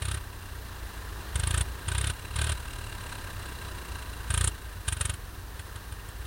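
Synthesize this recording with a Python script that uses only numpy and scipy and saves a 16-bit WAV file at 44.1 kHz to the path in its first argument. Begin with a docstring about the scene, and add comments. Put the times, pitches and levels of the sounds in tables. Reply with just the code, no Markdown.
"""At the edge of a field, a three-cylinder tractor engine runs close by; another tractor ploughs far off.
Short bursts of throttle speed it up, each firing a silencer thump with a dry, chirping spit of gas.
In between it coasts down on soft throbs and hissing gulps of air, and at last settles to an uneven idle.
Gears and valves clatter throughout, over the distant hum and a thin microphone hiss."""
import sys
import numpy as np
from scipy import signal
from scipy.fft import rfft, irfft
from scipy.io import wavfile

SR = 44100
rng = np.random.default_rng(int(sys.argv[2]) if len(sys.argv) > 2 else 0)


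def digitize_waveform(pressure):
    """Quantize a signal to 16-bit integers and store it at the path in sys.argv[1].

    Rows of a 2-D input are taken as channels; values are limited to [-1, 1].
    """
    field = np.atleast_2d(pressure).T
    bounded = np.clip(field, -1, 1)
    quanta = np.round(bounded * 32767).astype(np.int16)
    wavfile.write(sys.argv[1], SR, quanta)


N = 276066
TIME = np.arange(N) / SR
IDLE_STROKES_PER_S = 18.25
# each cylinder's own voice, in firing order, as offsets: thump/dB, bark/dB, chirp/dB
CYLINDER_VOICES = [(0.3, 0.8, 2.1), (-0.3, -1.4, 0.4), (0.2, 0.6, -2.7)]


def from_db(db):
    """Decibels to gain."""
    return 10 ** (np.asarray(db) / 20)


def rms_one(x):
    """Scale to unit rms."""
    return x / np.sqrt(np.mean(x ** 2) + 1e-20)


def in_time(rows):
    """One automation curve for each column after the time column."""
    times, *columns = np.transpose(rows)
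    return [np.interp(TIME, times, column) for column in columns]


def noise(spectrum, resonances=()):
    """Unit noise with a smooth spectrum, lifted at each resonance."""
    hz = np.maximum(np.fft.rfftfreq(N, 1 / SR), 1)
    points_hz, points_db = np.transpose(spectrum)
    level_db = np.interp(np.log(hz), np.log(points_hz), points_db)
    for centre, width, lift in resonances:
        level_db += lift / (1 + (2 * (hz - centre) / width) ** 2)
    return rms_one(irfft(rfft(rng.standard_normal(N)) * from_db(level_db), N))


def flicker(per_s, depth_db):
    """A random gain of unit power that changes per_s times a second."""
    knots = rng.standard_normal(N)
    return rms_one(from_db(depth_db * np.interp(TIME * per_s, np.arange(N), knots)))


def strike(times, gains, shape):
    """Trigger one shape at each time, with a gain of its own."""
    clicks = np.zeros(N)
    np.add.at(clicks, np.clip(np.round(times * SR).astype(int), 0, N - 1), gains)
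    return signal.fftconvolve(clicks, shape)[:N]


def far_tractor():
    """A distant engine carries over the field as a wavering hum on a low rumble."""
    # drift of the hum: t/s, f/Hz, level/dB
    hum_path = [(0, 58.07, -52.5), (1.2, 62.9, -44.5), (2.8, 65.9, -48), (4.0, 68.1, -55), (5.3, 62, -56),
                (6.26, 57.2, -47)]
    # rumble spectrum: f/Hz, relative level/dB
    rumble_colour = [(15, -28), (28, -37), (45, 2), (61, 0.5), (74, -2), (95, 3.5), (125, -35), (170, -31),
                     (300, -47)]
    pitch_hz, hum_db = in_time(hum_path)
    tone = np.sqrt(2) * np.sin(2 * np.pi * np.cumsum(pitch_hz) / SR)
    hum = from_db(hum_db) * tone * flicker(4.6, depth_db=2.5)
    return hum + from_db(-46.5) * noise(rumble_colour)


def microphone_hiss():
    """The microphone's own bright hiss, with a faint whine in it."""
    # hiss spectrum: f/Hz, relative level/dB
    hiss_colour = [(500, -5), (5000, -7), (6800, -5), (9000, 5.5), (12000, 3), (16000, 5.5)]
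    # steady tones of the whine: f/Hz, level/dB
    whine_tones = [(4980, -75), (5567, -72), (6153, -71)]
    whine = sum(from_db(db) * np.sqrt(2) * np.sin(2 * np.pi * hz * TIME) for hz, db in whine_tones)
    return from_db(-55) * noise(hiss_colour) + whine


def clatter():
    """Gears and valves make a fine, continuous clatter."""
    # spectrum of gears and valve train: f/Hz, relative level/dB
    gear_colour = [(130, 3), (230, -1.5), (400, 0), (520, -4.5), (780, -5.5), (1050, -1), (1400, -4.5),
                   (1800, -2), (2150, -13), (3000, -12), (4100, -11.5), (5200, -16.5), (9000, -20.5)]
    # rise and fall of the clatter: t/s, relative level/dB
    envelope = [(0.2, -48.5), (1.36, -44), (2.43, -47.5), (3.24, -44.5), (4.45, -46), (4.64, -48.5),
                (6.26, -48)]
    return from_db(in_time(envelope)[0] + 1.05) * noise(gear_colour) * flicker(220, depth_db=0.94)


def throttle_bursts():
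    """Under throttle every stroke fires and the speed rises evenly; one row for each firing."""
    # bursts of throttle: t/s, firings, starting speed/(strokes/s), acceleration/(strokes/s^2),
    # relative thump/dB, bark/dB and chirp/dB, swell of effort/dB
    bursts = [(0.0185, 6, 31.45, 20.4, -30.1, -37.2, -36.4, 0.2),
              (1.3541, 8, 24.58, 24.7, -26.4, -33.7, -31.4, 6.5),
              (1.8807, 8, 29.25, 29.5, -28.6, -33.9, -34.1, 1.2),
              (2.3574, 7, 35.5, 26.4, -28.4, -32.7, -34.1, 0.3),
              (4.3019, 6, 26.82, 30.5, -26.1, -32.7, -28, 2.6),
              (4.8791, 7, 23.17, 1.6, -29.1, -33.5, -28.2, 0.2)]
    rows = []
    for start_s, count, start_speed, acceleration, *voice_db, swell_db in bursts:
        stroke = np.arange(count)
        speeds = np.sqrt(start_speed ** 2 + 2 * acceleration * stroke)
        times = start_s + 2 * stroke / (start_speed + speeds)
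        effort_db = swell_db * np.linspace(-.5, .5, count)
        rows += [(*firing, *voice_db) for firing in zip(times, speeds, effort_db)]
    return rows


def crank(times, speeds):
    """Drag lengthens the strokes evenly between bursts; gives speed, stroke count and fired strokes."""
    speed = 1 / np.interp(TIME, times, 1 / speeds)
    strokes = np.cumsum(speed) / SR
    at_firing = np.interp(times, TIME, strokes)
    fired = np.r_[0, np.cumsum(np.round(np.diff(at_firing)))]
    strokes += np.interp(TIME, times, fired - at_firing)  # each firing lands on a whole stroke
    return speed, strokes, fired


def firing_levels(times, fired, effort_db, base_db, scatter_db=0.6):
    """Thump, bark and chirp of each firing follow its effort and the cylinder whose turn it is."""
    # firings starved of fuel: t/s, loss of effort/dB
    misfires = [(0.17, 8), (4.965, 12.5), (5.136, 17)]
    effort_db = effort_db + scatter_db * rng.standard_normal(len(times))
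    for when, loss_db in misfires:
        effort_db[np.argmin(np.abs(times - when))] -= loss_db
    voice_db = np.array(CYLINDER_VOICES)[fired.astype(int) % len(CYLINDER_VOICES)]
    drive_db = np.outer(effort_db, (0.39, 0.7, 0.92))  # harder firings are brighter
    return (base_db + voice_db + drive_db).T


def silencer_ring(push_s, ring_hz, width_hz, low_cut_hz):
    """A smooth push of gas rings the silencer for a cycle or two; peak 1."""
    push = np.sin(np.pi * np.minimum(TIME[:SR // 10] / push_s, 1)) ** 2
    ring = signal.lfilter(*signal.iirpeak(ring_hz, ring_hz / width_hz, fs=SR), push)
    ring = signal.sosfilt(signal.butter(2, low_cut_hz, "high", fs=SR, output="sos"), ring)
    return ring / np.abs(ring).max()


def thumps(times, level_db, lead_s=0.005):
    """A firing pushes the silencer hard: one big swing of pressure, with the deep mode ringing on."""
    punch = silencer_ring(push_s=0.0084, ring_hz=91, width_hz=52, low_cut_hz=42)
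    tail = silencer_ring(push_s=0.0083, ring_hz=55, width_hz=24, low_cut_hz=29)
    return strike(times - lead_s, from_db(level_db + 6), 0.4 * tail - punch)


def puff(rise_s):
    """Gas flow that swells to 1 in rise_s and dies away."""
    age = TIME[:SR // 20] / rise_s
    return (age * np.exp(1 - age)) ** 4


def jet(times, level_db, rise_s, leak, leak_rise_s):
    """Exhaust flow: a short blast inside a longer, weak leak, both cresting 5 ms after each firing."""
    crests = times + .005
    gains = from_db(level_db)
    blast = strike(crests - rise_s, gains, puff(rise_s))
    return blast + leak * strike(crests - leak_rise_s, gains, puff(leak_rise_s))


def reflected(x, strength, delay_s=.003215):
    """One close reflection combs a sound into evenly spaced peaks."""
    return x + strength * np.interp(TIME - delay_s, TIME, x, left=0)


def exhaust_spit(times, bark_db, chirp_db):
    """A turbulent jet rides each thump: a midrange bark with a high chirp on top."""
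    # lower band of the gas jet: f/Hz, relative level/dB
    bark_colour = [(200, -13.5), (400, 1), (750, -7), (1250, 3), (1600, 5.5), (2050, -3), (3100, 2),
                   (4000, -0.5), (4700, -9.5), (6000, -12.5), (7500, -27)]
    # upper band of the gas jet: f/Hz, relative level/dB
    chirp_colour = [(4500, -26), (6300, -13), (7200, -4), (7800, -6), (8500, 3), (9700, 0.5), (10400, -2.5),
                    (11300, -14.5), (13000, -30), (16000, -51)]
    bark_flow = jet(times, bark_db, rise_s=0.0065, leak=0.28, leak_rise_s=0.025)
    bark = bark_flow * noise(bark_colour) * flicker(1500, depth_db=2.0)
    chirp_flow = jet(times, chirp_db, rise_s=0.006, leak=0.12, leak_rise_s=0.027)
    chirp = chirp_flow * noise(chirp_colour) * flicker(1200, depth_db=2.5)
    return reflected(bark, strength=0.42) + reflected(chirp, strength=0.26)


def gulps(strokes, lag_strokes=0.45):
    """Air hisses through the pipe about midway between firing points, exposed when the engine coasts."""
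    # spectrum of the rushing air: f/Hz, relative level/dB
    air_colour = [(250, -10), (700, -8.5), (1300, 2.5), (1800, -5.5), (2200, -2.5), (3400, -5.5),
                  (4700, -10), (6600, -11.5), (8900, -3), (10000, -5.5), (11500, -34), (16000, -57)]
    # pipe resonances: f/Hz, width/Hz, lift/dB
    pipe_modes = [(979, 49, 16.4), (1595, 106, 18), (2770, 215, 12.6), (4000, 310, 12.5)]
    # rise and fall of the gulps: t/s, relative level/dB
    envelope = [(0.3, -56), (1.3, -56), (2.7, -48), (3.6, -49.5), (4.4, -52.5), (5.3, -62), (6.26, -59)]
    breath = rms_one(np.exp(.9 * np.cos(2 * np.pi * (strokes - lag_strokes))))
    gain = from_db(in_time(envelope)[0] + 3) * flicker(35, depth_db=1.7)
    return gain * breath * noise(air_colour, pipe_modes)


def throb(speed, strokes, fired, scatter_db=1.5, lag_s=0.0016):
    """Unfuelled strokes still push the silencer's two lowest modes; slow ones reach mostly the deeper."""
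    # silencer modes: f/Hz, width/Hz, level at idle speed/dB, change per doubling of speed/dB
    modes = [(54, 15, -38, -1), (95, 31, -43.5, 6)]
    unfired = np.setdiff1d(np.arange(np.ceil(strokes[-1])), fired)
    times = np.interp(unfired, strokes, TIME)
    octaves = np.log2(np.interp(times, TIME, speed) / IDLE_STROKES_PER_S)
    push_db = scatter_db * rng.standard_normal(len(times))
    pulses = np.zeros(N)
    for hz, width_hz, idle_db, db_per_octave in modes:
        ring = silencer_ring(push_s=.012, ring_hz=hz, width_hz=width_hz, low_cut_hz=25)
        pulses += strike(times + lag_s, from_db(idle_db + db_per_octave * octaves + push_db), ring)
    return pulses


def idle(start_s=5.5916, fade_db_per_s=12):
    """At a steady idle only one cylinder catches, ever more gently; one row for each firing."""
    voice_db = (-37.5, -46, -47)  # relative thump, bark, chirp
    times = np.arange(start_s, N / SR, len(CYLINDER_VOICES) / IDLE_STROKES_PER_S)
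    return [(t, IDLE_STROKES_PER_S, -fade_db_per_s * (t - start_s), *voice_db) for t in times]


def scene():
    """The near engine in the open air, over the far tractor and the hiss; mono."""
    times, speeds, effort_db, *base_db = np.transpose(throttle_bursts() + idle())
    speed, strokes, fired = crank(times, speeds)
    thump_db, bark_db, chirp_db = firing_levels(times, fired, effort_db, np.transpose(base_db))
    firing = thumps(times, thump_db) + exhaust_spit(times, bark_db, chirp_db)
    coasting = gulps(strokes) + throb(speed, strokes, fired)
    return (firing + coasting + clatter() + far_tractor() + microphone_hiss())[None]


def record(dry):
    """A steep low-pass cuts the top above 15.9 kHz."""
    return signal.sosfilt(signal.ellip(12, .1, 80, 15900, fs=SR, output="sos"), dry)


dry = scene()
out = record(dry)
digitize_waveform(out)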